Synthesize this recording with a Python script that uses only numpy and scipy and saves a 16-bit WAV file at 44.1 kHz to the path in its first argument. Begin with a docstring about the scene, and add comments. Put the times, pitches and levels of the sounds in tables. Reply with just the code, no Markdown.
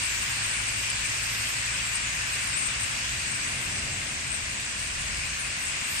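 """Tall conifers at dusk, holding a huge starling roost. Thousands of rasps, squeaks and thin whistles
merge into one din, scattered by the branches, that eases and builds with the flock's excitement.
A few nearer birds, mostly on the left, stand out with sliding, held, arched and slurred whistles.
Far behind, traffic rumbles, one engine slowly gains speed, and a vehicle's drone drops as it passes."""
import sys
import numpy as np
from scipy import signal
from scipy.fft import rfft, irfft
from scipy.io import wavfile

SR = 44100
rng = np.random.default_rng(int(sys.argv[2]) if len(sys.argv) > 2 else 0)


def pcm_store(signal):
    """Save signal as 16-bit PCM."""
    levels = np.round(np.clip(np.atleast_2d(signal), -1, 1) * 32767)
    wavfile.write(sys.argv[1], SR, levels.astype(np.int16).T)


N = 264600
TIME = np.arange(N) / SR
PORT_LAG_S = 18 / SR  # between the two microphone ports


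def undb(db):
    """Decibels to gain."""
    return 10 ** (np.asarray(db) / 20)


def unit(x):
    """Scale to rms 1."""
    return x / np.sqrt(np.mean(x ** 2))


def curves(table):
    """Interpolate each column linearly over the first, t/s."""
    t_s, *columns = np.transpose(table)
    return [np.interp(TIME, t_s, column) for column in columns]


def waver(rate_hz):
    """Random wobble, rms 1, with rate_hz new values a second."""
    return unit(np.interp(TIME * rate_hz, np.arange(16384), rng.standard_normal(16384)))


def colour(x, spectrum, amount=1):
    """Filter by (f/Hz, level/dB) points; rolls off beyond the ends at amount 1 only."""
    hz, db = np.transpose(spectrum)
    log_f = np.log(np.fft.rfftfreq(N, 1 / SR) + 1)
    beyond = np.abs(log_f - np.clip(log_f, np.log(hz[0]), np.log(hz[-1])))
    gain_db = amount * np.interp(log_f, np.log(hz), db) - 20 * beyond * (amount == 1)
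    return irfft(rfft(x) * undb(gain_db), N)


def add(out, x, start_s, pan_db, lag_s):
    """Mix in a call; pan_db is left minus right, lag_s delays the right."""
    for channel, side in enumerate((1, -1)):
        i = int(start_s * SR) + channel * int(round(lag_s * SR))
        lo, hi = max(i, 0), min(i + len(x), N)
        if hi > lo:
            out[channel, lo:hi] += x[lo - i:hi - i] * np.sqrt(2 / (1 + undb(-2 * side * pan_db)))


def call(length_s, contour_hz, warble_hz, trill_hz, rasp):
    """Syrinx note: a parabola through three pitches, unsteadily warbled; rasp chops it into pulses."""
    u = np.linspace(0, 1, max(int(length_s * SR), 64))
    first, middle, last = contour_hz
    hz = middle + (last - first) * (u - .5) + 2 * (first + last - 2 * middle) * (u - .5) ** 2
    wander = np.interp(u, np.linspace(0, 1, 12), rng.standard_normal(12))
    cycle = np.cumsum(trill_hz * (1 + .212 * wander)) / SR + rng.random()
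    hz += warble_hz * (np.sin(2 * np.pi * cycle) + .5 * wander)
    gate = 1 - rasp + rasp * np.sqrt(2) * np.cos(np.pi * cycle) ** 4
    swell = np.sqrt(np.abs(np.sin(np.pi * u ** 1.06)))
    return np.sqrt(2) * swell * gate * np.sin(2 * np.pi * np.cumsum(hz) / SR)


def crowd(pitches_hz, length_s, slide, warble_hz, trill_hz, rasp, spread_db, pan_db):
    """One call per pitch, each with its own perch, length, slide and level."""
    out, count = np.zeros((2, N)), len(pitches_hz)
    starts_s = (np.arange(count) + rng.random(count)) / count * (N / SR + length_s) - length_s
    deviations = np.clip(rng.standard_normal((count, 6)), -2, 2)
    for start_s, hz, (stretch, head, tail, trill, near, side) in zip(starts_s, pitches_hz, deviations):
        contour_hz = hz * np.exp(slide * np.array([head, 0, tail]))
        duration_s = length_s * np.exp(.4 * stretch)
        note = call(duration_s, contour_hz, warble_hz, trill_hz * np.exp(.4 * trill), rasp)
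        add(out, note * undb(spread_db * near), start_s, pan_db + 3 * side, PORT_LAG_S * (1 + .12 * side))
    return out


def trees(x, t60_s, wet_db):
    """Branches scatter calls into a short tail; perches differ, so each block gets a new one."""
    block = 8192
    t = np.arange(2 * block) / SR
    fade = np.exp(-np.log(1000) * t / t60_s)
    fade /= np.linalg.norm(fade)
    padded = np.pad(x, ((0, 0), (2 * block, block)), mode="reflect")
    wet = np.zeros((2, N + 6 * block))
    for i in range(0, N + 2 * block, block // 2):
        piece = padded[:, i:i + block] * np.sqrt(np.hanning(block))
        tail = fade * rng.standard_normal((2, len(t)))
        wet[:, i:i + 3 * block - 1] += signal.fftconvolve(piece, tail, axes=1)
    return (x + undb(wet_db) * wet[:, 2 * block:2 * block + N]) / np.hypot(1, undb(wet_db))


def din(calls, spectrum, far_db):
    """Calls over countless farther ones, which blur into a hiss of the same colour."""
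    return unit(colour(unit(calls) + undb(far_db) * rng.standard_normal((2, N)), spectrum))


def flock():
    """Low chatter, squeaks, thin whistles, short chips and high sizzle, all following the excitement."""
    # excitement: t/s, chatter level/dB, higher calls' level/dB
    excitement = [(0, -33, -33), (0.17, -34, -34.5), (0.38, -33, -34), (0.56, -32.5, -35.3),
                  (0.72, -34.5, -34.5), (1.5, -34, -34), (1.7, -34, -34.5), (2.15, -34, -35.5),
                  (2.4, -33.5, -35.5), (2.68, -34, -35.5), (3.02, -34.5, -35), (3.2, -36, -36),
                  (3.45, -34.5, -36), (3.75, -36, -36.5), (4.2, -37, -37), (4.7, -37, -37.3),
                  (5.24, -36, -36.5), (5.42, -35.5, -37.5), (5.68, -35.5, -36), (5.83, -34, -36.5),
                  (6, -35.5, -34.5)]
    # call spectra: f/Hz, level/dB
    chatter_spectrum = [(450, -17), (800, -13), (1050, -5.5), (1300, -6.5), (1650, -3), (2000, -4),
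                        (2450, -0.5), (2800, -3), (3150, -11), (4000, -10), (5500, -26.5)]
    squeak_spectrum = [(2800, 4.5), (3800, -3), (4900, -1.5), (5600, -3.5), (6600, -1), (8000, 0),
                       (9200, -7.5), (10100, -9.5), (10800, -25), (12500, -39)]
    sizzle_spectrum = [(10000, -14), (11200, -5), (12100, 7), (13200, -3.5), (14500, -26)]
    low_db, high_db = (db - db.mean() for db in curves(excitement))
    chatter = crowd(rng.uniform(1449, 3100, size=3000), length_s=.013, slide=.1518,
                    warble_hz=144, trill_hz=90, rasp=.67, spread_db=-.05, pan_db=3)
    squeaks = crowd(rng.uniform(3200, 10500, size=2000), length_s=.022, slide=.0993,
                    warble_hz=298.5, trill_hz=110, rasp=.77, spread_db=0, pan_db=5)
    whistles = crowd(rng.normal(8250, 370.3, size=650), length_s=.045, slide=.045,
                     warble_hz=110, trill_hz=71.2, rasp=.096, spread_db=-.5, pan_db=18)
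    chips = crowd(rng.normal(8300, 280, size=110), length_s=.018, slide=.04,
                  warble_hz=90, trill_hz=130, rasp=.3, spread_db=2.5, pan_db=10)
    sizzle = crowd(rng.uniform(11500, 14000, size=150), length_s=.035, slide=.083,
                   warble_hz=536, trill_hz=220, rasp=.19, spread_db=1.5, pan_db=-.5)
    chatter = din(trees(chatter, t60_s=.89, wet_db=.5), chatter_spectrum, far_db=10)
    squeaks = din(trees(squeaks, t60_s=.51, wet_db=5.5), squeak_spectrum, far_db=4)
    whistles = unit(trees(whistles, t60_s=.74, wet_db=-.5))
    chips = unit(trees(chips, t60_s=.28, wet_db=-5))
    sizzle = din(trees(sizzle, t60_s=.34, wet_db=11), sizzle_spectrum, far_db=-9)
    return (chatter * undb(-33.5 + .95 * low_db)
            + squeaks * undb(-34 + high_db)
            + whistles * undb(-41 + .63 * high_db)
            + chips * undb(-45.5 + .63 * high_db)
            + sizzle * undb(-57.5 + 1.5 * high_db))


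def road_noise(spectrum, side_db):
    """Far noise, nearly the same at both ports."""
    mid, side = colour(rng.standard_normal((2, N)), spectrum)
    return unit(mid) + undb(side_db) * unit(side) * np.array([[1], [-1]])


def rumble():
    """Deep, uneven noise of far traffic."""
    # rumble spectrum: f/Hz, level/dB
    spectrum = [(18, -25), (32, -7), (46, -2.5), (58, 2.5), (69, -4), (84, -2), (110, -9), (160, -17)]
    # swells: t/s, level/dB
    swells = [(0, -48), (0.9, -48), (1.3, -49), (2.4, -49.5), (2.85, -45), (3.2, -45.5), (3.6, -47.5),
              (3.82, -43), (4.08, -48), (4.35, -44.5), (4.65, -49.5), (5.17, -39.5), (5.36, -47),
              (5.9, -49.5)]
    db, = curves(swells)
    return road_noise(spectrum, side_db=-10) * undb(db)


def tyres(road_db=-48, vehicle_db=-44, nearest_s=3.8, pass_s=.27):
    """Steady road noise plus one passing vehicle, its gain one over distance."""
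    # tyre spectrum: f/Hz, level/dB
    spectrum = [(80, -3.5), (125, 5), (170, -2), (240, -3), (330, -8.5), (450, -12.5), (700, -8.5),
                (1200, -26), (3000, -51)]
    distance = np.hypot(1, (TIME - nearest_s) / pass_s)
    return road_noise(spectrum, side_db=-11.5) * np.hypot(undb(road_db), undb(vehicle_db) / distance)


def hum(hz, db, jitter_rad=.12, waver_db=1.5):
    """One partial of a distant engine; phase and level waver on the air."""
    phase = 2 * np.pi * np.cumsum(hz) / SR + jitter_rad * waver(18)
    return undb(db + waver_db * waver(10)) * np.sin(phase)


def engine():
    """Lowest firing harmonics of a far engine that gains speed, then eases and fades."""
    # engine run: t/s, firing f/Hz, level/dB
    run = [(0, 51, -50.5), (0.85, 54.15, -47.5), (1.4, 55.6, -45.5), (2.3, 58, -49), (2.9, 58.5, -51.5),
           (3.45, 59.46, -52), (3.8, 63.56, -52), (4.2, 60, -58), (6, 56.8, -62)]
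    # harmonics 1-3: relative level/dB
    harmonics_db = [-0.5, 2.5, -17]
    firing_hz, level_db = curves(run)
    return sum(hum(k * firing_hz, level_db + db) for k, db in enumerate(harmonics_db, 1))


def drone():
    """A vehicle's tone, dropping in pitch as it passes."""
    # pass-by: t/s, f/Hz, level/dB
    pass_by = [(0, 97, -58), (1.3, 97, -55), (3.3, 96.8, -53.5), (3.92, 91, -43), (4.2, 82.5, -50),
               (4.6, 81.7, -52), (5.15, 81, -45), (5.6, 80.1, -60)]
    return hum(*curves(pass_by))


def hoarse(note, share, width_hz):
    """Unsteady airflow turns a share of the note's power into a noise band about width_hz wide."""
    return note * (np.sqrt(1 - share) + np.sqrt(share) * waver(width_hz)[:len(note)])


def sliding_whistles(out):
    """Hoarse glides, mostly falling."""
    # glides: t/s, length/s, first f/Hz, last f/Hz, level/dB, pan/dB, hoarseness/0-1
    glides = [(0.0, 0.09, 8450, 7950, -31, 20, 0.3), (0.08, 0.073, 7850, 6950, -35.5, 16, .25),
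              (0.14, .055, 7000, 7800, -43, 13, .5), (0.676, 0.026, 8300, 7800, -29, 11, .18),
              (0.753, 0.029, 8250, 8000, -35, 11, 0.1), (0.777, .025, 8300, 7800, -37, 11, .18),
              (0.867, 0.085, 5350, 4650, -40.5, 5, .08), (0.95, .1, 4480, 4380, -42, 9, .05),
              (1.04, 0.033, 8650, 7900, -30, 12, .18), (1.088, .02, 7500, 7100, -34, 16, .18),
              (1.115, .05, 8500, 7900, -38, 10, .3), (1.81, 0.102, 7800, 7450, -37, 15, .25),
              (1.984, 0.19, 7650, 6250, -38.5, 9, .4), (2.17, .13, 6350, 7300, -42, 8, .7),
              (2.827, 0.031, 8300, 7900, -32, 10, .15), (3.0, .15, 6000, 7600, -43, 13, .7),
              (5.74, .2, 7300, 6000, -44, 14, 0.8)]
    for start_s, length_s, first_hz, last_hz, db, pan_db, hoarseness in glides:
        note = call(length_s, np.geomspace(first_hz, last_hz, 3), warble_hz=70, trill_hz=100, rasp=.34)
        note = hoarse(note, hoarseness, width_hz=750)
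        add(out, undb(db) * note, start_s, pan_db, PORT_LAG_S * np.sign(pan_db))


def high_rasps(out, rise_hz=920):
    """Very high climbing rasps; the hoarser ones warble wider."""
    # rasps: t/s, length/s, f/Hz, level/dB, hoarseness/0-1
    rasps = [(0.07, 0.094, 12500, -51, 0.8), (0.08, 0.24, 13650, -48, .25), (0.767, 0.11, 12500, -49, .55),
             (1.152, 0.49, 12550, -49, 0.7), (1.37, 0.026, 12300, -47, .6), (1.48, .04, 12800, -44, .6),
             (2.25, 0.18, 12800, -52, 0.5), (5.58, .09, 12200, -52, 0.5), (5.868, 0.11, 12230, -45, 0.7)]
    for start_s, length_s, hz, db, hoarseness in rasps:
        contour_hz = hz + rise_hz * np.array([-.5, 0, .5])
        note = call(length_s, contour_hz, warble_hz=750 * hoarseness, trill_hz=380, rasp=.35)
        note = hoarse(note, hoarseness, width_hz=1100)
        add(out, undb(db) * note, start_s, pan_db=0, lag_s=PORT_LAG_S)


def held_whistles(out, sag_hz_per_s=780):
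    """Warbling whistles that sag slightly in pitch."""
    # held notes: t/s, length/s, f/Hz, level/dB, pan/dB
    notes = [(0.216, 0.041, 8460, -33, 8), (0.407, 0.15, 8180, -33, 10), (0.513, 0.077, 9200, -36.5, 8),
             (0.578, 0.03, 8320, -28, 8), (0.89, .025, 8630, -30, 9), (2.32, .045, 8280, -31, 12),
             (2.383, 0.17, 8650, -34, 9), (3.201, 0.29, 8140, -34, 13), (3.41, 0.18, 9360, -43.5, 1),
             (3.686, 0.13, 8580, -36, 15), (3.728, 0.11, 8250, -42, -14), (4.301, 0.066, 8320, -27, 18),
             (4.778, 0.083, 8400, -34, 11), (4.98, 0.06, 8830, -37, 5), (5.38, 0.11, 8920, -39, 12),
             (5.585, 0.13, 8200, -35, 9), (5.924, 0.12, 8600, -34.5, 12)]
    for start_s, length_s, hz, db, pan_db in notes:
        contour_hz = hz + sag_hz_per_s * length_s * np.array([.5, 0, -.5])
        note = call(length_s, contour_hz, warble_hz=.0163 * hz, trill_hz=150, rasp=.4)
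        note = hoarse(note, share=.22, width_hz=500)
        add(out, undb(db) * note, start_s, pan_db, PORT_LAG_S * np.sign(pan_db))


def squawks(out):
    """Low arched calls, centred."""
    # squawks: t/s, length/s, mid f/Hz, level/dB
    notes = [(1.622, .06, 1650, -45), (1.721, 0.053, 1560, -41), (2.39, .07, 2340, -38),
             (5.328, 0.042, 1780, -43), (5.4, .06, 2600, -41)]
    for start_s, length_s, hz, db in notes:
        note = call(length_s, hz * np.array([.86, 1, .93]), warble_hz=30, trill_hz=66, rasp=.25)
        add(out, undb(db) * note, start_s, pan_db=0, lag_s=0)


def arched_chirps(out, pan_db):
    """Buzzing chirps that rise and fall."""
    # chirps: t/s, length/s, mid f/Hz, level/dB
    chirps = [(1.93, 0.055, 8620, -29.5), (2.787, 0.06, 8520, -30.5)]
    for start_s, length_s, hz, db in chirps:
        note = call(length_s, hz * np.array([.95, 1, .91]), warble_hz=100, trill_hz=141, rasp=.25)
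        note = hoarse(note, share=.15, width_hz=700)
        add(out, undb(db) * note, start_s, pan_db, PORT_LAG_S)


def slurred_whistle(out, pan_db, waver_hz=60.8, edge_s=.008):
    """One nearly pure whistle, gliding up and down without a break."""
    # slur: t/s, f/Hz, level/dB
    slur = [(2.528, 7450, -34), (2.555, 7970, -32), (2.567, 8250, -30), (2.588, 8930, -31),
            (2.611, 8300, -34), (2.632, 8480, -30), (2.65, 8270, -34), (2.672, 8680, -27),
            (2.693, 8150, -42), (2.724, 8050, -29)]
    hz, db = curves(slur)
    gate = np.clip(np.minimum(TIME - slur[0][0], slur[-1][0] - TIME) / edge_s, 0, 1)
    phase = 2 * np.pi * np.cumsum(hz + waver_hz * waver(250)) / SR
    add(out, np.sqrt(2) * gate * undb(db) * np.sin(phase), 0, pan_db, PORT_LAG_S)


def near_birds(nearest_pan_db=13):
    """Single calls from the closest branches, with little scatter."""
    out = np.zeros((2, N))
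    sliding_whistles(out)
    high_rasps(out)
    held_whistles(out)
    squawks(out)
    arched_chirps(out, nearest_pan_db)
    slurred_whistle(out, nearest_pan_db)
    return trees(out, t60_s=.3, wet_db=-10.5)


def scene():
    """The roost over the traffic."""
    return flock() + rumble() + tyres() + engine() + drone() + near_birds()


def record(dry, top_hz=14650):
    """Each microphone port colours the sound its own way; the top is cut."""
    # port imbalance before scaling: f/Hz, left minus right/dB
    imbalance = [(60, -2.5), (500, 0.5), (1550, -2.5), (1950, 6), (2650, 2), (3100, 0.5), (3800, -1),
                 (4900, -11.5), (6200, -10.5), (7200, -1.5), (8400, 1.5), (10000, -1.5), (12000, -1)]
    left = colour(dry[0], imbalance, amount=.38)
    right = colour(dry[1], imbalance, amount=-.46)
    lowpass = signal.ellip(10, .2, 80, top_hz, fs=SR, output="sos")
    return signal.sosfilt(lowpass, np.array([left, right]))


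dry = scene()
out = record(dry)
pcm_store(out)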